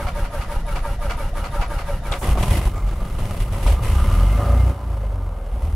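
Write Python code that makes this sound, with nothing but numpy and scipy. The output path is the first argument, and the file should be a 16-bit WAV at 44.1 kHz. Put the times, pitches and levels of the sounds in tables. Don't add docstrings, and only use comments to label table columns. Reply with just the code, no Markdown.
import sys
import numpy as np
from scipy import signal
from scipy.fft import rfft, irfft, next_fast_len
from scipy.io import wavfile
from scipy.ndimage import uniform_filter1d, map_coordinates

SR = 44100
rng = np.random.default_rng(int(sys.argv[2]) if len(sys.argv) > 2 else 0)


def wav_record(signal):
    frames = np.transpose(np.atleast_2d(signal))
    bounded = np.clip(frames, -1, 1)
    quanta = np.round(bounded * 32767).astype(np.int16)
    wavfile.write(sys.argv[1], SR, quanta)


N = 253575

# time_s, firings_per_s
SPEED = [(2.2, 15.6), (2.62, 24.2), (2.75, 23.8), (3.32, 17.9), (3.47, 17.8), (3.79, 24.3), (4.03, 33.7),
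         (4.24, 45.6), (4.51, 58.2), (4.71, 62.1), (4.92, 53.8), (5.3, 42.7), (5.52, 37.4), (5.75, 38)]
# start_s, end_s, throb_db, exhaust_db, clatter_db, treble_db
BURNS = [(2.215, 2.32, -11, -23.5, -35.5, -43), (2.375, 2.5, -10, -24, -34, -41),
         (2.49, 2.58, -10, -23, -33, -36), (2.6, 2.675, -4.5, -28.5, -36, -42),
         (3.175, 3.38, -18, -31, -44, -52.5), (3.385, 3.42, -1, -28, -52, -46),
         (3.51, 3.63, -35, -46, -40, -48.5), (3.615, 3.735, -1.5, -26.5, -38.5, -42),
         (3.815, 4.13, -4, -31.5, -36.5, -38), (4.1, 4.6, -2.5, -31, -37, -34.5),
         (4.56, 4.708, -1.5, -33, -38, -35.5), (5.51, 5.75, -14, -54, -53, -53.5),
         (5.6, 5.67, -3.5, -47, -42, -46.5)]
# time_s, throb_db, exhaust_db, clatter_db, treble_db
COAST = [(2.2, 3, -29.5, -43, -46), (2.8, 2, -33, -46.5, -57), (3.1, 3, -32.5, -42.5, -49),
         (3.47, -1, -31, -42, -50), (4.8, -6.5, -34, -40, -56.5), (4.93, 0.5, -37, -41, -53.5),
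         (5.27, 0, -40, -42.5, -61), (5.46, -6.5, -43, -44, -58.5), (5.75, 3.5, -34.5, -44, -53.5)]
CYLINDERS = [-0.27, -1, -1.3, -0.12]
ORDERS = [1, 1.5, 2, 2.5, 3]
# coasting_db, firing_db
ORDER_LEVELS = [(-26, -15), (-33, -25), (-32, -22), (-47, -29), (-42, -27)]
# frequency_hz, gain_db
CABIN_BOOM = [(16, -6), (22, -9), (27, -7), (33, -1), (47, 2.5), (60, 2.5), (72, -1.5), (88, 3),
              (102, -1.5), (125, -7), (180, -13)]
# multiple of the firing rate, time_s, width_s, change_db
SURGES = [(1, 3.72, .13, -4), (3, 3.7, .06, 5), (2, 3.95, .1, 5), (2.5, 4.08, .07, 8), (3, 4.42, .15, 4),
          (1, 4.435, .035, -11), (1, 4.79, .05, -3), (1, 5.68, .12, -7)]
# frequency_hz, gain_db
PIPE = [(50, -4), (90, 3), (125, 1.5), (160, -5.5), (200, -7.5), (260, -12.5), (340, -23.5), (480, -25.5),
        (900, -55)]
# frequency_hz, density_db (per Hz)
EXHAUST_GAS = [(50, -20), (90, 6), (125, -5.5), (200, -8.5), (290, -20), (370, -14.5), (480, -33),
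               (900, -49)]
# time_s, width_s, level_db
GROWLS = [(4.42, .04, -31), (4.535, .04, -32.5)]
# frequency_hz, width_hz, gain_db
CASING = [(565, 50, 7.5), (717, 37, -5), (895, 10, 6), (1009, 2.7, 10), (1200, 6.8, -9), (1323, 8, -4),
          (2100, 17, -16)]
# frequency_hz, density_db (per Hz)
CLATTER = [(160, -42), (280, -31), (368, -5), (461, -18), (564, -9), (624, -15), (685, -3.5), (988, -9),
           (1220, -11.5), (1500, -18), (1800, -27), (2340, -36), (3960, -120)]
# frequency_hz, density_db (per Hz)
RATTLE = [(880, 3.5), (1500, -4), (1860, -2), (2030, 6.5), (2150, -2), (2440, -0.5), (2890, 0.5),
          (3910, -12), (6000, -30), (7800, -50), (13200, -120)]
# frequency_hz, density_db (per Hz)
HISS = [(2650, -1), (4500, -4.5), (5040, -4.5), (7410, -6.5), (8520, -2), (9360, -5.5), (10600, 0.5),
        (15600, -18.5)]
# frequency_hz, width_hz, gain_db
COWL = [(1056, 28, -9), (1212, 45, 4), (1304, 23, -8.5), (2101, 21, -5.5), (2875, 51, -13.5)]
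# time_s, level_db
LOAD = [(3.75, -45), (3.95, -36.5), (4.2, -35.5), (4.5, -40.5), (4.68, -40), (4.78, -53)]
# frequency_hz, density_db (per Hz)
ROUGH_RUMBLE = [(14, -24), (25, 4), (55, 3), (90, -22), (125, -19), (180, -17), (400, -59)]
# frequency_hz, width_hz, gain_db
PANEL = [(260, 60, -2), (575, 70, -2), (690, 70, -3), (1030, 130, -7), (1210, 50, -2)]
# start_s, end_s, level_db
SHAKES = [(2.21, 2.44, -35), (4.375, 4.55, -33)]
# time_s, level_db (before a common trim), boom_hz
BANGS = [(2.279, -12.5, 63.5), (2.313, -9.5, 56.3), (2.386, -28, 89), (2.509, -14, 73.8), (3.407, -14, 50),
         (3.515, -19.5, 92), (3.632, -12.5, 57), (3.716, -15, 66.6), (3.808, -22, 114), (5.528, -16, 53.2),
         (5.626, -15.5, 77.2)]
# time_s, level_db (before the trims of ring and thud), ring_hz
PUTTS = [(2.214, -18.5, 550), (2.23, -18, 437), (2.252, -17.5, 500), (2.283, -21, 400), (2.322, -21, 494),
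         (2.354, -20, 724), (2.374, -15.5, 527), (2.402, -26, 625), (2.429, -20, 564), (2.479, -28, 610),
         (2.555, -26, 417), (2.595, -27, 800), (2.672, -24, 905), (2.746, -26, 524), (2.925, -25, 546),
         (2.986, -35, 590), (3.017, -24.5, 710), (3.063, -30, 590), (3.164, -33, 620), (3.188, -22, 590),
         (3.221, -26, 890), (3.245, -28, 680), (3.314, -28, 570), (3.345, -24, 667), (3.44, -43, 640),
         (3.517, -26, 660), (3.561, -21.5, 577), (3.662, -16.5, 950), (3.792, -23, 1180), (3.835, -25, 560),
         (3.863, -24, 497), (5.56, -29, 595)]
# frequency_hz, density_db (per Hz)
CHUFF = [(120, 2), (300, 2), (550, 0.5), (1200, -2), (1600, -18), (3000, -19), (9000, -55)]
# time_s, level_db (before a common trim), treble_db (relative), length_s (to fall 60 dB)
KNOCKS = [(2.113, -8.5, -28, 0.1), (2.173, -38, 6, 0.076), (2.217, -16, -22, 0.11), (2.373, -13, -16, 0.09),
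          (2.425, -6, -9, 0.06), (2.753, -24.5, -28, 0.4), (2.868, -28.5, -10, 0.3),
          (2.928, -26, -29, 0.074), (3.18, -27, -8, 0.21), (3.401, -24, -2, 0.065), (3.538, -23, -22, 0.14),
          (3.663, -15.5, -9, 0.27)]
# frequency_hz, density_db (per Hz)
KNOCK = [(200, -8.5), (600, 4.5), (1250, -1.5), (1700, -11), (2300, -5.5), (3000, -27), (8000, -17),
         (15000, -40)]
# frequency_hz, density_db (per Hz)
CLINK = [(900, -30), (2200, -2), (3600, 1), (5000, -10), (8000, -11), (11000, -16), (15500, -30)]
STROKE = [(0, 1, 1), (.14, 1.025, .35), (.27, 1.005, 0), (.45, .97, .1), (.62, .975, .25), (.8, 1.02, .35),
          (1, 1, 1)]
# lull_db (before the stroke), rocking_db
COMPRESSIONS = [(-21.5, -15), (-13.5, -16), (-21, -15), (-12.5, -15)]
# frequency_hz, density_db (per Hz)
GRIND = [(130, -50), (220, -5), (245, -12.5), (362, -5.5), (473, -32), (565, 4), (640, -23), (914, -7.5),
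         (1020, -19), (1240, -8.5), (1830, -16.5), (3800, -24.5), (7470, -31.5), (10700, -25), (15500, -41)]
# pitch_hz (at speed ratio 1), level_db, swell centre and swell width (shares of the stroke)
WHINE = [(580.5, 2.5, 0.3, 0.1), (548.5, -5, 0.534, 0.097), (717, -26.5, 0.68, 0.035),
         (827, -3.5, 0.56, 0.1), (906, 2.5, 0.25, 0.098), (921, -6, 0.59, 0.12), (990, -8, 0.51, 0.17),
         (1192, -2, 0.23, 0.086), (1290, -7, 0.54, 0.11), (1387, -1, 0.462, 0.064), (1350, -12, 0.8, 0.048),
         (1580, -6, 0.36, 0.042), (1646, -21, 0.15, 0.092), (1623, -9, 0.25, 0.08),
         (3590, -21.5, 0.15, 0.13), (1930, -21, 0.8, 0.51), (2040, -28, 0.594, 0.022),
         (2255, -8.5, 0.29, 0.056), (2314, -23, 0.72, 0.04), (2900, -14.5, 0.58, 0.13),
         (2800, -19.5, 0.74, 0.059)]
# frequency_hz, density_db (per Hz)
WHIRR = [(500, -26), (1500, -2), (1970, 2), (2150, -11), (2330, -6), (2600, -10), (2850, -5), (3300, -9.5),
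         (6000, -12.5), (10500, -23), (15500, -34)]
BITE_DB = [-13.5, -18, -16, -46, -13, -52, -11, -41, -14.5, -11.5, -15, -50, -14.5]
# frequency_hz, width_hz, gain_db
GEAR_CASE = [(565, 59, -6), (734, 74, 3), (967, 70, 1), (1127, 50, 1.5), (1228, 34, 2), (1385, 28, -3),
             (2020, 110, -7.5), (2280, 61, -9.5), (2570, 54, -17), (2800, 25, -19), (4240, 400, -20)]
# frequency_hz, density_db (per Hz)
TOOTH_CONTACT = [(100, 0), (3000, 0), (6000, -5), (15000, -10)]
# time_s, level_db, ring_hz
KICKS = [(2.122, -20, 3570), (2.126, -30, 2900), (2.137, -20.5, 2110)]
# start_s, end_s, level_db
SPIN_OFF = [(2.176, 2.22, -43.5)]
# frequency_hz, density_db (per Hz)
SPIN_HISS = [(3000, -22), (6000, -7), (9500, -2), (13000, -6), (15500, -11)]
# frequency_hz, width_hz, gain_db
ROCKING = [(23.8, 14.3, 2.5), (38, 16, 2.5), (60.7, 21, -8.5), (82.6, 5.7, -7), (124, 27, -13)]
# frequency_hz, density_db (per Hz)
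SHUDDER = [(15, 3.5), (24, 6.5), (35, 8.5), (48, 1.5), (80, -11.5), (130, -8.5), (200, -15.5), (300, -28.5), (500, -88)]
# frequency_hz, density_db (per Hz)
CABIN = [(12, -18), (22, 5), (54, -1), (315, -14), (565, -5.5), (631, -8.5), (1230, -19.5), (1720, -27.5),
         (4550, -74), (10800, -38), (15500, -57)]
# frequency_hz, side_db (re mid)
WIDTH = [(60, -32.5), (110, -27), (200, -38), (380, -16), (700, -21), (1290, -4), (2380, -4), (4400, -2),
         (8120, -2), (15000, -2)]

CATCH_RATE = 27
TREBLE_DB_PER_OCTAVE, EXHAUST_DB_PER_OCTAVE = -10, 6.5
GAS_DB_PER_OCTAVE = -3.5
HISS_DB_PER_OCTAVE = -1
BURN_ATTACK_S, BURN_T60, THROB_T60 = 0.02, 0.19, .09
TICK_T60, TICK_SCATTER_DB = .05, 1.4
GRAIN_RATE, GRAIN_T60, GRAIN_SPREAD_DB, GRAIN_SMOOTH = 105, .035, 2.4, 1.1
MODE_FLUTTER_DB, MODE_FLUTTER_RATE = 2.5, 22
GROWL_HZ = 568.4
FIRST_STROKE_S, STROKE_S = -.042, .1715
RELEASE_S, RUN_DOWN_T60 = 2.175, 0.099
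RACING_LULL = 0.21
BRUSH_HZ, ARMATURE_HZ = 10880, 113
BACKLASH_S, BACKLASH_T60 = 0.1072, 0.19
TAKE_UP_HZ, TAKE_UP_S, TAKE_UP_T60, TAKE_UP_DB = 695, 0.0017, 0.052, -46
KICK_T60, KICK_WIDTH_HZ = 0.022, 600
TOP_HZ = 15750


def engine(casing_db=-3, clatter_db=-4, rattle_db=0.0, hiss_db=-2.14, steady=3):
    t = clock()
    rate, = curves(SPEED, t)
    exhaust_level, clatter_level, treble_level = effort(rate)
    running = np.clip((t - 2.205) / 0.034, 0, 1)
    cycle = np.cumsum(rate) / SR
    beat = ticking(cycle)
    grain = chatter(GRAIN_RATE, GRAIN_T60, GRAIN_SPREAD_DB, GRAIN_SMOOTH)
    gate = levelled((steady + beat) * grain)
    casing = amp(casing_db) * fluttering(gate * rng.standard_normal(N), CASING)
    clatter = amp(clatter_level) * (casing + amp(clatter_db) * gate * rush(CLATTER))
    rattle_gate = levelled((7 + beat) * (.5 + grain))
    rattle = amp(treble_level + rattle_db) * rattle_gate * rush(RATTLE)
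    hiss_slope_db = HISS_DB_PER_OCTAVE * np.log2(rate / CATCH_RATE)
    hiss_gate = levelled((6 + beat) * (1 + grain))
    hiss = amp(treble_level + hiss_db + hiss_slope_db) * hiss_gate * rush(HISS)
    puffs = amp(exhaust_level) * exhaust(cycle, rate, levelled(2.0 + beat))
    mechanical = clatter + rattle + hiss + buzz(beat) + labour(beat, exhaust_level, rate)
    return running * (throb(cycle, rate) + puffs + growl(cycle) + mechanical)


def ticking(cycle):
    t = clock()
    counts = np.arange(1, int(cycle[-1]))
    fired = np.interp(counts, cycle, t)
    seated = np.interp(counts + .5, cycle, t)
    scatter = lambda: TICK_SCATTER_DB * rng.standard_normal(len(counts))
    ticks = blows(fired, amp(np.resize(CYLINDERS, len(fired)) + scatter()))
    ticks = ticks + blows(seated, amp(5.0 + scatter()))
    return levelled(dying(ticks, TICK_T60))


def effort(rate):
    octaves = np.log2(rate / CATCH_RATE)
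    _, puff, clatter, treble = spells(BURNS, BURN_T60)
    _, *coasting = curves(COAST, clock())
    firing = [puff * amp(EXHAUST_DB_PER_OCTAVE * octaves), clatter, treble * amp(TREBLE_DB_PER_OCTAVE * octaves)]
    return 20 * np.log10(np.hypot(firing, amp(coasting)))


def unevenness(rate):
    return np.minimum(CATCH_RATE / rate, 1) ** 2


def throb(cycle, rate, waver_db=5.0, stagger=0.065):
    t, rough = clock(), unevenness(rate)
    firing = spells(BURNS, THROB_T60)[0]
    coasting = amp(curves(COAST, t)[0])
    out = np.zeros(N)
    turn = cycle + stagger * rough * np.sqrt(firing) * wobble(22)
    for k, (coast_db, fire_db) in zip(ORDERS, ORDER_LEVELS):
        surge_db = sum(db * np.exp(-((t - s) / width) ** 2) for order, s, width, db in SURGES if order == k)
        level = np.hypot(coasting * amp(coast_db), firing * amp(fire_db)) * along(CABIN_BOOM, k * rate)
        waver = amp(waver_db * rough * wobble(15) + surge_db)
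        out += level * waver * np.sin(2 * np.pi * k * turn)
    return np.sqrt(2) * out


def exhaust(cycle, rate, gate, lines_db=-6.0, gas_db=0.5, half_db=-6, waver_db=5.0):
    lines = np.zeros(N)
    for k in np.arange(3.5, 10, .5):
        strength = along(PIPE, k * rate) * amp(2 * (k % 1) * half_db + waver_db * wobble(14))
        lines += strength * np.sin(2 * np.pi * (k * cycle + rng.random()))
    gas_slope_db = GAS_DB_PER_OCTAVE * np.log2(np.maximum(rate / CATCH_RATE, 1))
    gas = amp(gas_db + gas_slope_db) * gate * rush(EXHAUST_GAS)
    return amp(lines_db) * levelled(lines) + gas


def growl(cycle, tone_db=0, waver_hz=8.7, depth=.7):
    t = clock()
    level = sum(amp(db) * np.exp(-((t - s) / width) ** 2 / 2) for s, width, db in GROWLS)
    tone = np.sin(2 * np.pi * np.cumsum(GROWL_HZ + waver_hz * wobble(60)) / SR)
    return amp(tone_db) * level * tone * (1 + depth * np.sin(4 * np.pi * cycle))


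def labour(beat, exhaust_level, rate, rumble_db=-2, steady=1.0):
    metal = levelled(fluttering((steady + beat) * rng.standard_normal(N), COWL))
    rumble = amp(exhaust_level + rumble_db) * unevenness(rate) * rush(ROUGH_RUMBLE)
    return amp(curves(LOAD, clock())[0]) * metal + rumble


def buzz(beat, dull_hz=1700, steady=3):
    dull = lambda hz: 1 / (1 + (hz / dull_hz) ** 4)
    shake = filtered((steady + beat) * rng.standard_normal(N), dull)
    return spells(SHAKES, BURN_T60)[0] * unit(ring(shake, PANEL))


def bangs(t60=0.42, boom_db=2):
    t, out = clock(), np.zeros(N)
    for s, db, hz in BANGS:
        age = np.maximum(t - s, 0)
        swell = 1 - np.exp(-(np.pi * age * hz) ** 2)
        out += amp(db + boom_db - 60 * age / t60) * swell * np.sin(2 * np.pi * hz * age)
    return out


def putts(ring_db=-5, thud_db=-7, ring_t60=0.045, thud_t60=0.055, rise=0.0015):
    times, db, _ = np.transpose(PUTTS)
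    thud = dying(blows(times, amp(db)), thud_t60)
    return amp(ring_db) * pings(PUTTS, ring_t60, rise) + amp(thud_db) * thud * rush(CHUFF)


def clacks(knock_db=-11, clink_db=-9, rise=0.0061):
    t, knock, clink = clock(), np.zeros(N), np.zeros(N)
    for s, db, treble_db, length in KNOCKS:
        age = np.maximum(t - s, 0)
        burst = amp(db - 60 * age / length) * (1 - np.exp(-age / rise))
        knock += burst
        clink += burst * amp(treble_db)
    return amp(knock_db) * knock * rush(KNOCK) + amp(clink_db) * clink * rush(CLINK)


def starter(grind_db=-35.5, gear_db=-35.5, brush_db=-55, whirr_db=-53, jitter=0.0081, flutter_db=3.5):
    t = clock()
    lull_db = curves(strokes(), t)[0] * np.where(t < KNOCKS[0][0], 1, RACING_LULL)
    share = (t - FIRST_STROKE_S) / STROKE_S % 1
    speed, slack = curves(STROKE, share)
    gears = np.zeros(N)
    for hz, db, centre, width in WHINE:
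        pitch = hz * speed * (1 + jitter * wobble(150) + 0.00795 * wobble(14))
        phase = 2 * np.pi * np.cumsum(pitch) / SR
        distance = (share - centre + .5) % 1 - .5
        swell = np.exp(-(distance / width) ** 2 / 2)
        gears += amp(db + flutter_db * wobble(90)) * swell * np.sin(phase)
    spin = 2 * np.pi * np.cumsum(ARMATURE_HZ * speed * (1 + wobble(39.3) / 20)) / SR
    gears = gears * (1 + np.sin(spin) / 2)
    whistle_hz = BRUSH_HZ * (1 + .005 * wobble(400) - .02 * (share - .2))
    whistle = np.sin(2 * np.pi * np.cumsum(whistle_hz) / SR)
    brushes = whistle * amp(5.2 * wobble(120)) * np.exp(-((share - .22) / 0.22) ** 2)
    grind = amp(slack * lull_db + 0.93 * wobble(69.6)) * chatter() * rush(GRIND)
    noises = amp(grind_db) * grind + amp(whirr_db) * rush(WHIRR)
    tones = amp(gear_db) * gears + amp(brush_db) * brushes
    return cranking() * (noises + tones)


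def strokes():
    count = len(BITE_DB)
    starts = FIRST_STROKE_S + STROKE_S * np.arange(count)
    return np.column_stack([starts, np.resize(COMPRESSIONS, (count, 2))])


def cranking():
    return amp(-60 * np.maximum(clock() - RELEASE_S, 0) / RUN_DOWN_T60)


def backlash(ring_db=-9.5, scrape_db=-24, rise=0.0076):
    t, force = clock(), np.zeros(N)
    for s, db in zip(strokes()[:, 0] + BACKLASH_S, BITE_DB):
        age = np.maximum(t - s, 0)
        force += amp(db - 60 * age / BACKLASH_T60) * (1 - np.exp(-age / rise))
    teeth = chatter(rate=170, t60=.028, spread_db=2, smooth=1.3)
    contact = teeth * rush(TOOTH_CONTACT)
    case = ring(force * contact, GEAR_CASE) / np.std(ring(contact, GEAR_CASE))
    return amp(ring_db) * case + amp(scrape_db) * force * teeth * rush(KNOCK)


def take_up(rise=0.0053):
    rows = [(s + TAKE_UP_S, TAKE_UP_DB - lull_db, TAKE_UP_HZ) for s, lull_db, _ in strokes()[1:]]
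    return pings(rows, TAKE_UP_T60, rise)


def kick():
    out = np.zeros((2, N))
    for s, db, hz in KICKS:
        metal, mode = rush(CLINK), [(hz, KICK_WIDTH_HZ, 0)]
        strike = dying(blows(np.array([s]), [amp(db)]), KICK_T60)
        out += ring(strike * metal, mode) / np.std(ring(metal, mode))
    return out


def spin_off():
    return spells(SPIN_OFF, BURN_T60)[0] * rush(SPIN_HISS)


def rocking(lag=0.096, push_db=50, rebound_db=-5, rebound_lag=0.075, lead_db=-6, lead=0.0264,
            shudder_db=-25, soft_hz=120):
    starts, _, db = strokes().T

    def push(delay, more_db):
        sizes = amp(db + more_db + rng.normal(0, 1, len(db)))
        return blows(starts + delay, sizes * (starts + delay > 0))

    shoves = push(lag, 0) + push(lag + rebound_lag, rebound_db) + push(lag - lead, lead_db)
    shoves = filtered(shoves, lambda hz: np.exp(-(hz / soft_hz) ** 2))
    return amp(push_db) * ring(shoves, ROCKING) + amp(shudder_db) * cranking() * rush(SHUDDER)


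def cabin(level_db=-42):
    return amp(level_db) * rush(CABIN)


def amp(db):
    return 10 ** (np.asarray(db) / 20)


def unit(x):
    return x / np.sqrt(np.mean(x ** 2) + 1e-20)


def clock():
    return np.arange(N) / SR


def along(points, hz):
    f, db = np.transpose(points)
    return amp(np.interp(np.log(hz + 1), np.log(f + 1), db))


def curves(rows, at):
    s, *cols = np.transpose(rows)
    return [np.interp(at, s, c) for c in cols]


def wobble(rate):
    knots = rng.standard_normal(int(N * rate / SR) + 4)
    places = np.arange(0, len(knots) - 1, 1 / 10)
    return np.interp(clock() * rate, places, map_coordinates(knots, [places]))


def filtered(x, response):
    size = next_fast_len(N + SR)
    return irfft(rfft(x, size) * response(np.fft.rfftfreq(size, 1 / SR)), size)[..., :N]


def ring(x, modes):
    def response(f):
        return sum(amp(db) * 1j * f * w / (c * c - f * f + 1j * f * w) for c, w, db in modes)
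    return filtered(x, response)


def fluttering(x, modes):
    waver = lambda: amp(MODE_FLUTTER_DB * wobble(MODE_FLUTTER_RATE))
    return unit(sum(waver() * ring(x, [mode]) for mode in modes))


def rush(spectrum):
    mid, side = filtered(rng.standard_normal((2, N)), lambda hz: along(spectrum, hz))
    side = filtered(side, lambda hz: along(WIDTH, hz))
    return np.array([mid + side, mid - side]) / np.std(mid)


def blows(times, sizes):
    return np.bincount(np.clip(times * SR, 0, N).astype(int), sizes, N + 1)[:N]


def dying(train, t60):
    return signal.lfilter([1], [1, -amp(-60 / (t60 * SR))], train)


def levelled(x, span=1.0):
    width = int(span * SR)
    power = uniform_filter1d(uniform_filter1d(x ** 2, width), width)
    return x / np.sqrt(np.abs(power) + np.mean(x ** 2) / 1000)


def chatter(rate=260, t60=0.028, spread_db=4, smooth=13.0):
    count = int(rate * N / SR)
    times, sizes = np.transpose(rng.standard_normal((count, 2)))
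    hits = blows((np.arange(count) + times / 2) / rate, amp(spread_db * sizes))
    return unit(smooth + unit(dying(hits, t60)))


def spells(rows, t60):
    t = clock()

    def shape(start, end):
        return np.clip((t - start) / BURN_ATTACK_S, 0, 1) * amp(-60 * np.maximum(t - end, 0) / t60)

    return np.max([np.outer(amp(levels), shape(start, end)) for start, end, *levels in rows], axis=0)


def pings(rows, t60, rise):
    age, out = np.arange(SR // 4) / SR, np.zeros(N + SR)
    for s, db, hz in rows:
        envelope = amp(db - 60 * age / t60) * (1 - np.exp(-age / rise))
        out[int(max(s, 0) * SR):][:len(age)] += envelope * np.sin(2 * np.pi * hz * age)
    return out[:N]


def scene():
    running = engine() + bangs() + putts() + clacks()
    cranked = starter() + backlash() + take_up() + kick() + spin_off() + rocking()
    return running + cranked + cabin()


def record(dry):
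    return filtered(dry, lambda hz: (hz < TOP_HZ) * hz ** 2 / (hz ** 2 + 8 ** 2))


dry = scene()
out = record(dry)
wav_record(out)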